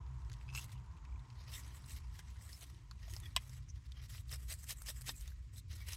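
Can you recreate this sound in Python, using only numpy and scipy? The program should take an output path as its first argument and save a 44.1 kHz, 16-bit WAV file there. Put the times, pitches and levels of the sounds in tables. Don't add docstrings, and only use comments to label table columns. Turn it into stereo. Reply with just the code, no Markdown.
import sys
import numpy as np
from scipy import signal
from scipy.io import wavfile
from scipy.ndimage import uniform_filter1d

SR = 44100
rng = np.random.default_rng(int(sys.argv[2]) if len(sys.argv) > 2 else 0)


def bounce(signal):
    frames = np.transpose(np.atleast_2d(signal))
    limited = np.clip(frames, -1, 1)
    pcm = np.round(limited * 32767).astype(np.int16)
    wavfile.write(sys.argv[1], SR, pcm)


def ratio_of_db(decibels):
    return 10 ** (np.asarray(decibels, float) / 20)


N = 262836
LEAD = 8


def evened(x):
    return x / np.sqrt(np.mean(np.atleast_2d(x).mean(0) ** 2) + 1e-20)


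def read(points, hz):
    f, value = np.transpose(points)
    return np.interp(np.log(hz + 1), np.log(f + 1), value)


def follow(points):
    return ratio_of_db(np.interp(np.arange(N) / SR, *np.transpose(points)))


def ears(x, pan_db, lead):
    return np.array([x * ratio_of_db(pan_db / 2), np.roll(x, lead) * ratio_of_db(-pan_db / 2)])


def echoes(x, t60, db):
    t = np.arange(6000) / SR
    sparse = rng.random((2, 6000)) < .08
    taps = rng.standard_normal((2, 6000)) * sparse * ratio_of_db(-60 * t / t60) * (t > .0008)
    taps *= ratio_of_db(db) / np.linalg.norm(taps, axis=1)[:, None]
    return x + signal.oaconvolve(x, taps, axes=1)[:, :N]


# freq_hz, likeness (0 to 1)
PORT_LIKENESS = [(60, 1.0), (180, 0.97), (550, 0.56), (1650, 0.032), (4970, 0.0), (15000, 0.92)]


def hiss(spectrum, patchy_db, size):
    hz = np.fft.rfftfreq(size, 1 / SR)
    a, b, c, d, patches = rng.standard_normal((4 * N // size + 5, len(hz), 5)).T
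    patches = uniform_filter1d(uniform_filter1d(patches, size=8, axis=0), size=6, axis=1)
    same = np.clip(read(PORT_LIKENESS, hz), -1, 1)[:, None]
    left = a + 1j * b
    right = same * left + np.sqrt(1 - same ** 2) * (c + 1j * d)
    outside = (hz < spectrum[0][0]) | (hz > spectrum[-1][0])
    gain_db = np.where(outside, -120, read(spectrum, hz))
    z = np.array([left, right]) * ratio_of_db(gain_db[:, None] + patchy_db * patches / patches.std())
    return evened(signal.istft(z, nperseg=size, noverlap=3 * size // 4)[1][:, :N])


# freq_hz, density_db (per Hz)
RUMBLE = [(24, -32), (36, -33), (45, -5), (62, 1), (75, -6), (100, -5), (112, -12), (137, -17),
          (165, -20.5), (210, -30.5), (330, -38.5)]
# freq_hz, density_db (per Hz)
FAN_BAND = [(105, -10.5), (115, -5), (125, 9.5), (133, -5), (140, -38)]
# time_s, level_db
FAN_LEVEL = [(0.0, -57), (0.58, -50), (1.16, -63), (1.23, -52), (1.84, -65.5), (2.87, -59), (4.81, -58.5),
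             (5.96, -67)]


def building():
    rumble = ratio_of_db(-50) * hiss(RUMBLE, patchy_db=3.0, size=8192)
    hum = ratio_of_db(-56) * np.sin(2 * np.pi * 64 * np.arange(N) / SR)
    fan = ratio_of_db(-1) * follow(FAN_LEVEL) * hiss(FAN_BAND, patchy_db=-3.0, size=8192)
    return rumble + hum + fan


# freq_hz, density_db (per Hz)
ROOM_AIR = [(120, -5), (200, -28), (340, 7), (557, -6), (863, -81), (964, 6.5), (1310, -5), (2190, 3),
            (4010, -6), (7070, -1), (15800, -65)]


def room_air():
    return ratio_of_db(-78) * hiss(ROOM_AIR, patchy_db=1.5, size=1024)


# freq_hz, density_db (per Hz)
TYRE_HISS = [(230, -8), (400, -7.5), (560, -24.5), (700, -8.5), (850, -11), (975, 5), (1110, -5),
             (2000, -18), (4000, -27)]
# time_s, level_db
TYRE_LEVEL = [
    (0.0, -68),
    (1.61, -69),
    (2.92, -79),
    (3.2, -75),
    (3.73, -83.5),
    (5.13, -87),
    (5.33, -93),
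    (5.68, -94),
    (5.96, -71),
]


def far_tyres():
    return follow(TYRE_LEVEL) * hiss(TYRE_HISS, patchy_db=1.0, size=512)


def grains():
    per_s, spread_db = 5000, 2.5
    crowding = uniform_filter1d(uniform_filter1d(rng.standard_normal(N), size=150), size=150)
    crowding = ratio_of_db(2.7 * crowding / crowding.std())
    out = np.zeros((2, N))
    for lead in (0, 3, 7, 8, 9, 16):
        size = ratio_of_db(spread_db * np.minimum(rng.exponential(1, N), 5)) * rng.choice([-1, 1], N)
        landing = rng.random(N) < per_s / 6 / SR
        out += echoes(ears(crowding * size * landing, 0, lead), t60=0.053, db=1.5)
    return out


# middle_s, length_s, grit_db,
# fineness_db
HEAP_SLIDES = [(.5, .064, -80, -28), (0.58, 0.14, -54, -1), (0.613, 0.072, -59, -8), (0.645, 0.07, -62, -4),
               (0.712, 0.13, -65, -5), (1.411, .12, -64.5, -16), (1.492, 0.053, -58.5, -16),
               (1.561, 0.22, -56.5, -3), (1.552, 0.1, -55, -0.5), (1.672, 0.26, -69, -5.5), (1.76, 0.13, -71, 3),
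               (1.921, 0.23, -62, -1.5), (1.971, 0.066, -58.5, -6.5), (2.159, 0.13, -66, -5.5),
               (2.194, 0.058, -61.5, -5.5), (2.306, 0.037, -67, -5.5), (2.44, 0.14, -75, 5.5),
               (2.54, 0.32, -66.5, 0.5), (2.629, 0.083, -63, -1.5), (2.69, 0.13, -68.5, -4.5),
               (3.053, 0.25, -65, -11), (3.136, 0.2, -63.5, 0), (3.255, 0.18, -64, -7), (3.45, 0.42, -72.5, -1.5),
        (3.543, 0.2, -66.5, -5.5), (3.773, 0.08, -69.5, -16), (3.859, 0.05, -67.5, -9.5),
        (3.994, 0.16, -68, -15), (4.046, 0.09, -62.5, -6.5), (4.103, 0.064, -63, 0.5),
        (4.154, 0.21, -60, -3.5), (5.285, 0.18, -67, -4), (5.43, .3, -89, -1), (5.55, .1, -72.5, -1),
        (5.581, 0.072, -67, 7.5), (5.726, 0.11, -57.5, -9.5), (5.761, 0.047, -59.5, -1.5),
        (5.816, 0.21, -64, -6.5), (5.884, 0.068, -52.5, -3.5), (5.929, 0.11, -52.5, -4.5)]
# middle_s, throw_length_s, throw_db, return_db, whisk_db
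SHAKES = [
    (4.331, .11, -56.5, -70, -84),
    (4.515, 0.099, -51.5, -70, -69.5),
    (4.703, 0.078, -48.5, -69.5, -65.5),
    (4.892, 0.098, -53.5, -68, -65.5),
    (5.09, 0.082, -49.5, -69, -64.5),
]


def slides():
    rows = [(*row, 0) for row in HEAP_SLIDES]
    for s, length, throw_db, return_db, _ in SHAKES:
        rows.append((s, length, throw_db, -2, 3))
        rows.append((s, 1.55 * length, throw_db - 6, -2, 0))
        rows.append((s + 0.1, 0.24, return_db, 0.5, 0))
    return rows


# time_s, trickle_db, pan_db (left-right)
FLOW = [(0.0, -78.5, -4), (0.63, -65.5, 2), (0.8, -76.5, -3.5), (1.191, -77, -0.5), (1.64, -64, -1),
        (2.16, -69.5, -1), (2.46, -64, 1), (2.97, -75, -1.5), (3.24, -66, -2), (3.67, -74, 1),
        (5.0, -75.5, 1), (5.51, -75, -1), (5.96, -87, 1.5)]
# freq_hz, density_db (per Hz)
POWDER = [(400, 2.5), (650, -13), (1300, 5), (1900, -1.5), (3000, 1), (5400, -2.5), (6800, -5.5), (8000, 0),
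          (10000, -10.5), (12500, -6.5), (14000, -11.5), (15800, -15.5)]
# freq_hz, width_hz, level_db
WALL = [(673, 138, 12), (1935, 150, 6), (3900, 1000, -20), (7730, 530, -6), (10800, 1000, -12)]
BAND_EDGES = [450, 2000, 6500, 9500, 15800]
TRICKLE = [-9, -4.5, -8, -18.5]
BAND_PAN = [0, 1.5, 2, 3]


def powder(rain):
    hz, _, z = signal.stft(rain, SR, nperseg=256)
    drift = rng.standard_normal(z.shape[1:])
    drift = uniform_filter1d(uniform_filter1d(drift, size=5, axis=0), size=12, axis=1)
    wall = 1 + sum(ratio_of_db(db) / (1 + (2 * (hz - f) / width) ** 2) for f, width, db in WALL)
    z = z * (ratio_of_db(read(POWDER, hz)) * wall)[:, None] * ratio_of_db(2.4 * drift / drift.std())
    coloured = signal.istft(z, SR, nperseg=256)[1][:, :N]

    t = np.arange(N) / SR
    s, trickle_db, pan_db = np.transpose(FLOW)
    power = np.outer(ratio_of_db(TRICKLE), ratio_of_db(np.interp(t, s, trickle_db))) ** 2
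    for middle, length, grit_db, fine_db, extra_db in slides():
        at = slice(round((middle - length / 2) * SR) + 1, round((middle + length / 2) * SR) - 1)
        swell = np.cos(np.pi * (t[at] - middle) / length) ** 3.2
        weight_db = extra_db - 6 - 0.4654 * (grit_db + 67.5)
        slide_db = 3.5 + 1.02 * fine_db
        bands_db = grit_db + np.array([weight_db, 0, slide_db, fine_db])
        power[:, at] += np.outer(ratio_of_db(bands_db), swell) ** 2

    out = np.zeros((2, N))
    for low, high, level, beam_db in zip(BAND_EDGES, BAND_EDGES[1:], np.sqrt(power), BAND_PAN):
        split = signal.butter(3, [low, high], "bp", fs=SR, output="sos")
        band = signal.sosfilt(split, coloured)
        out += evened(band * ratio_of_db([[beam_db / 2], [-beam_db / 2]])) * level
    return out * ratio_of_db(np.outer([.5, -.5], np.interp(t, s, pan_db)))


def crackle():
    per_s, level_db = 40, -69
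    t = np.arange(300) / SR
    size = ratio_of_db(level_db + 3.4 * np.minimum(rng.exponential(1, N), 4)) * (rng.random(N) < per_s / SR)
    kind = rng.integers(0, 4, N)
    out = np.zeros((2, N))
    for k, hz in enumerate((2200, 3260, 4600, 6800)):
        pop = ratio_of_db(-60 * t / .0018) * np.sin(2 * np.pi * hz * t)
        out += ears(signal.oaconvolve(size * (kind == k), pop)[:N], 1.8, 3 * k - 2)
    return out


def ticks(rows):
    t, out = np.arange(800) / SR, np.zeros((2, N + 800))
    snap = signal.butter(2, [900, 8000], "bp", fs=SR)
    for s, db, hz, pan_db, share in rows:
        burst = rng.standard_normal(800) * ratio_of_db(-60 * t / .004)
        ring = signal.lfilter(*signal.iirpeak(hz, 1 / np.clip(share, .05, 1.5), SR), burst)
        tick = ring + 0.031 * signal.lfilter(*snap, burst)
        soft = signal.butter(1, min(3.2 * hz, .4 * SR), fs=SR)
        tick = signal.lfilter(*soft, tick)
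        out[:, round(s * SR):][:, :800] += ears(ratio_of_db(db + 3) * tick / abs(tick).max(), pan_db, LEAD)
    return out[:, :N]


# start_s, peak_db, pitch_hz, pan_db (left-right)
GLOVE_TICKS = [(.2194, -59.5, 2690, 11), (0.2985, -52, 2960, -18), (0.317, -45.5, 1810, 3),
               (.331, -45, 5330, -4), (0.338, -55.5, 3280, 23), (0.412, -56.5, 2450, 18),
               (0.644, -42, 9000, 6), (0.968, -53.5, 2480, 0), (1.051, -47.5, 2490, 2),
               (1.1946, -56, 3450, 9), (1.3025, -46.5, 2470, 4), (1.5392, -44, 3450, 12),
               (1.749, -49, 2130, 0), (1.896, -47, 8400, 17), (1.9087, -46.5, 4130, 14.5),
               (2.192, -43, 1750, 5), (2.5302, -40, 5300, 1), (2.6108, -47, 6500, 13),
               (2.746, -54, 3030, 4), (2.912, -44, 1250, 1), (2.912, -44, 3540, 7.5), (3.137, -43, 6600, 3),
               (3.165, -38.5, 5100, 8), (3.201, -46.5, 7840, 12), (3.081, -44, 3000, 0),
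               (3.495, -50, 6150, 11), (3.92, -53.5, 3060, 17), (3.865, -57, 4500, 8),
               (4.149, -58, 2030, 22), (0.0647, -54, 2480, 1), (.148, -62, 3500, 2), (.249, -59, 3500, 0),
               (0.299, -57, 7000, -4), (.694, -56, 2210, -2), (.717, -62, 3500, 0), (1.2536, -59, 2500, 1),
               (1.354, -56, 2690, 0), (1.3723, -63, 2520, 0), (2.1917, -47, 4400, -1),
               (2.424, -53, 8000, 8), (2.64, -46.5, 3000, 2), (3.137, -44.5, 2500, 7),
               (3.165, -46.5, 1200, 6), (3.305, -59, 5000, -6), (5.73, -48, 5300, 6), (5.874, -47, 4000, 6),
               (5.886, -46, 5000, 4)]


def glove_ticks():
    return ticks([(*row, .45) for row in GLOVE_TICKS])


def strikes(rows, modes, rise_hz_per_s=0):
    t, out = np.arange(1500) / SR, np.zeros(N + 1500)
    middle_s = np.mean(rows, 0)[0]
    for s, db, *tilt in rows:
        rise_hz = rise_hz_per_s * (s - middle_s)
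        for hz, mode_db, t60 in modes:
            mix, tune = rng.standard_normal(2)
            bright_db = sum(tilt) * max(np.log2(hz / 2700), 0)
            decay = ratio_of_db(db + mode_db + bright_db + 2 * mix - 60 * t / t60)
            tone = np.sin(2 * np.pi * (hz * (1 + .008 * tune) + rise_hz) * t)
            out[round(s * SR):][:1500] += np.sign(tune) * decay * tone
    no_bass = signal.butter(1, 480, "hp", fs=SR, output="sos")
    return signal.sosfilt(no_bass, out[:N])


# start_s, peak_db, brightness_db (per octave)
SLIPS = [(.481, -59, -8), (.4895, -48, -13), (.5, -53, -5), (.507, -58, -6), (.527, -56, -3),
         (.5365, -53, -2), (.5498, -43, 2.5), (.5583, -43.5, 1), (.5753, -40, -4), (.5841, -41, -5),
         (.593, -46, -2)]
# freq_hz, level_db, t60_s
JAR = [(1290, -9, 0.013), (1600, -4, 0.0091), (2675, 4.5, 0.027), (3600, -7, 0.014), (4040, -6, 0.013),
       (5120, -2, 0.02), (6460, -2, 0.015), (6700, -7, .012), (7840, -25, 0.0088), (8750, -17, 0.012),
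       (11400, -34, 0.0077)]


def finger_slips():
    slips = ears(strikes(SLIPS, JAR, rise_hz_per_s=1600), 5.5, LEAD + 1)
    return echoes(slips, t60=0.0086, db=-0.5)


def tuned_rubs(rain, rows):
    out = np.zeros((2, N))
    for s, length, db, hz, glide_hz, pan_db, share in rows:
        at = slice(round((s - length / 2) * SR), round((s + length / 2) * SR))
        count = at.stop - at.start
        turn = np.exp(2j * np.pi * np.cumsum(hz + glide_hz * np.linspace(-.5, .5, count)) / SR)
        r = np.exp(-np.pi * max(share * hz, 70) / SR)
        tuned = (turn * signal.lfilter([1], [1, -2 * r, r * r], rain[:, at] / turn)).real
        swell = signal.windows.tukey(count, .8)
        out[:, at] += ratio_of_db(db) * evened(tuned) * swell * ratio_of_db([[pan_db / 2], [-pan_db / 2]])
    return out


# middle_s, length_s, level_db, pitch_hz
SCRAPES = [(1.063, 0.011, -78, 2470), (1.094, .012, -72, 2400), (1.127, .012, -72, 2400),
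           (1.159, .014, -71, 2420), (3.032, 0.069, -72, 1800), (3.083, .018, -66, 696),
           (3.115, .05, -63, 6700), (3.262, .02, -59.5, 3400), (3.271, 0.039, -65, 1830),
           (3.325, .02, -73, 2320), (1.554, 0.041, -58, 3680), (1.544, 0.032, -57, 5300),
           (0.64, 0.073, -75, 2200), (2.543, 0.051, -62, 5200), (3.265, 0.03, -70, 2520),
           (3.243, 0.044, -66, 3480), (3.56, .15, -79, 7900), (5.563, 0.096, -71, 8000),
           (2.918, 0.015, -68, 1080), (5.147, 0.035, -71, 2500), (5.828, 0.075, -64, 2250),
           (1.79, 1, -74.5, 242), (2.735, 0.31, -76.5, 330), (3.13, 0.061, -67.5, 340),
           (3.25, 0.089, -71, 318), (5.109, 0.12, -66, 260), (5.745, 0.062, -72.5, 313)]
# middle_s, length_s, level_db, pitch_hz
RUBS = [(5.586, 0.059, -65, 3950), (1.553, 0.064, -64, 3470), (2.2, 0.054, -65, 1900),
        (3.7, 0.042, -61.5, 5900), (3.98, 0.09, -73.5, 3200), (2.15, 0.057, -68, 1850),
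        (2.39, .12, -71, 1900), (2.5, 0.047, -66, 1800), (2.445, .11, -73, 8000), (2.62, .035, -60, 6600),
        (.77, 0.065, -74, 2900), (3.387, .016, -61, 3200)]


def scrapes(rain):
    clear = [(*row, 0, 3, .065) for row in SCRAPES]
    loose = [(*row, 0, 3, .18) for row in RUBS]
    return tuned_rubs(rain, clear + loose)


# start_s, peak_db, pitch_hz, ring_width (share
SMALL_TICKS = [(.6845, -56, 1900, .2), (0.6935, -52, 2000, .2), (.7025, -57, 3500, .2),
               (.7177, -51, 3530, .12), (.748, -61, 3500, .2), (.757, -61, 2400, .15),
               (.7771, -57, 3100, .2), (.786, -60, 2300, .3), (.799, -59, 2200, .3), (.862, -63, 5600, .5),
               (.914, -66, 4800, .3), (.923, -66, 5500, .3), (2.1917, -55, 2900, .6),
               (2.294, -57, 2400, .15), (2.36, -55, 1900, .2), (2.992, -58, 2400, .15),
               (3.165, -52, 2600, .6), (3.3637, -36, 3200, .5), (3.364, -39, 13000, .6),
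               (3.41, -58, 8000, .15), (3.92, -48, 3500, .2), (3.9588, -58, 3060, .3),
               (4.094, -50, 3300, .4), (4.1483, -43, 2010, .25), (4.179, -47, 2830, .2),
               (5.537, -61, 8000, .2), (.2987, -59, 11000, .8), (0.318, -48, 3000, .3),
               (4.6405, -47, 12500, .15), (4.727, -44, 11000, 1), (4.82, -41, 12800, .2),
               (5.319, -54, 1750, .15), (5.56, -52.5, 3600, .15), (5.934, -44, 2600, .6),
               (2.1922, -44.5, 5500, .6)]


def small_ticks():
    rows = [(s, db, hz, 0, share) for s, db, hz, share in SMALL_TICKS]
    return echoes(ticks(rows), t60=0.024, db=-2)


# start_s, peak_db, favoured_pitch_hz
CLUMPS = [(4.316, -54, 1790), (4.326, -37.5, 4480), (4.328, -59, 630), (4.338, -40, 8100),
          (4.338, -53, 1790), (4.348, -47, 5150), (4.358, -43, 8100), (4.499, -50, 1790),
          (4.501, -43, 8800), (4.505, -51, 3700), (4.512, -56, 630), (4.519, -45.5, 1790),
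          (4.518, -40, 5150), (4.523, -37.5, 9260), (4.538, -53, 1790), (4.544, -50, 8100),
          (4.687, -55, 8100), (4.694, -42, 5150), (4.696, -48, 8100), (4.699, -44.5, 1790),
          (4.708, -43, 8100), (4.713, -43, 3700), (4.714, -59, 630), (4.726, -52, 1790),
          (4.7255, -43, 8100), (4.88, -44, 5150), (4.885, -37, 5730), (4.886, -44, 1790),
          (4.892, -35, 8100), (4.891, -55, 630), (4.9, -56, 630), (4.903, -38.5, 3870), (4.908, -41, 8100),
          (5.011, -41.5, 8100), (5.068, -45, 8100), (5.072, -52, 5150), (5.08, -46, 1790),
          (5.083, -38, 3870), (5.083, -39, 8100), (5.087, -45, 5150), (5.0922, -29, 3870), (5.09, -58, 630),
          (5.094, -40, 1790), (5.101, -51, 1790), (5.107, -45, 8100), (5.113, -49, 8100),
          (5.163, -57, 7540), (5.222, -54, 8800), (5.582, -50, 5730), (1.677, -52, 8100),
          (1.704, -61, 1790), (1.768, -56, 3700), (1.82, -57, 8100), (1.842, -51, 3700), (1.86, -49, 8100),
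          (1.88, -57, 8100), (3.851, -61, 2900), (4.017, -53, 5640), (4.163, -56, 5150), (4.182, -50, 2940)]
# freq_hz, t60_s
GLASS = [(630, 0.067), (1790, 0.029), (2900, 0.0049), (3680, 0.03), (3900, 0.019), (5150, 0.024),
         (5730, 0.0094), (8100, 0.017), (9260, 0.029), (11200, .007)]


def clumps():
    crumble_s, reach_db_per_octave = 0.0013, -21
    t, out = np.arange(1500) / SR, np.zeros(N)
    for s, db, pitch_hz in CLUMPS:
        ring = np.zeros(1500)
        for hz, t60 in GLASS:
            mode_db = reach_db_per_octave * abs(np.log2(hz / pitch_hz))
            detuned_hz = hz * (1 + 0.0096 * rng.standard_normal())
            ring += ratio_of_db(mode_db - 60 * t / t60) * np.sin(2 * np.pi * detuned_hz * t)
        crumble = rng.standard_normal(200) * np.exp(-t[:200] / crumble_s)
        hit = np.convolve(crumble, ring)[:1500]
        out[round(s * SR):][:1500] += ratio_of_db(db) * hit / abs(hit).max()
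    return echoes(ears(out, 8.5, LEAD), t60=0.05, db=-8)


# start_s, peak_db
KNOCK = [
    (3.3632, -36),
    (3.3635, -25),
    (3.3641, -23.5),
    (3.3648, -24.5),
    (3.3653, -35),
    (3.3672, -30.5),
    (3.3676, -50),
    (3.3695, -46),
    (3.3725, -51),
]
# freq_hz, level_db, t60_s
LID = [(710, -6, 0.019), (4650, -8, 0.0053), (1024, -3, 0.02), (1140, -14.5, 0.016), (1810, -1, 0.012),
       (2030, 1, 0.01), (2560, 0.5, 0.012), (2970, 7.5, 0.0094), (3450, -0.5, 0.0092), (3900, 3, 0.0082),
       (5750, 5, 0.0049), (6500, 0, 0.0044), (8100, 6.5, 0.0041), (11300, 3, 0.0025)]


def lid_knock():
    blow = strikes(KNOCK, LID) * ratio_of_db(-8)
    thud = signal.sosfilt(signal.butter(2, 1700, fs=SR, output="sos"), blow)
    knock = ears(thud, -1, LEAD - 2) + ears(blow - thud, 5, LEAD + 2)
    return echoes(knock, t60=0.053, db=-9)


# start_s, peak_db, pitch_hz, ring_width (share of pitch)
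LUMP_TICKS = [(4.294, -46.5, 3290, 0.26), (4.5392, -35.5, 8200, 0.14), (4.642, -43, 7600, 0.29),
              (4.641, -53.5, 1810, 0.19), (4.7074, -31, 4600, 0.72), (4.7716, -56, 7430, .3),
              (4.82, -41.5, 7840, 0.35), (4.818, -50, 1520, 0.38), (4.87, -40.5, 5030, 0.33),
              (4.891, -44, 3900, 0.44), (5.0102, -54.5, 1800, 0.28), (5.018, -40.5, 6330, 1.6),
              (5.093, -30.5, 3760, 0.089), (5.1627, -57, 7540, .3), (5.2105, -46, 6000, 1.8),
              (5.2775, -41, 4500, 1.6), (5.684, -64, 7500, 0.35), (5.933, -35, 4300, 0.49)]


def lump_ticks():
    return ticks([(s, db, hz, 9, share) for s, db, hz, share in LUMP_TICKS])


# after_throw_s, length_s, level_db, pitch_hz, glide_hz
WHISKS = [
    (0.084, 0.058, 0.5, 7700, -900),
    (0.086, 0.06, -8, 13100, -300),
    (0.123, .035, 1.5, 8500, 600),
    (0.122, .035, -4, 12200, -500),
    (0.027, 0.038, -2, 12200, -400),
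]


def whisks(rain):
    rows = []
    for s, _, _, _, whisk_db in SHAKES:
        for after, length, db, hz, glide_hz in WHISKS:
            rows.append((s + after, length, whisk_db + db, hz, glide_hz, -6, 1000 / hz))
    return tuned_rubs(rain, rows)


def scene():
    rain = grains()
    place = building() + room_air() + far_tyres()
    snaps = echoes(crackle() + glove_ticks() + lump_ticks(), t60=.035, db=-6)
    hands = snaps + finger_slips() + small_ticks() + lid_knock()
    heap = powder(rain) + scrapes(rain) + clumps() + whisks(rain)
    return place + hands + heap


def low_pass(x):
    return signal.sosfilt(signal.butter(12, 16540, fs=SR, output="sos"), x)


def record(dry):
    limited = signal.oaconvolve(dry, signal.firwin(255, 15900, fs=SR)[None], "same")
    mix = limited * np.minimum(np.arange(N) / SR / .008, 1)
    return low_pass(mix)


dry = scene()
out = record(dry)
bounce(out)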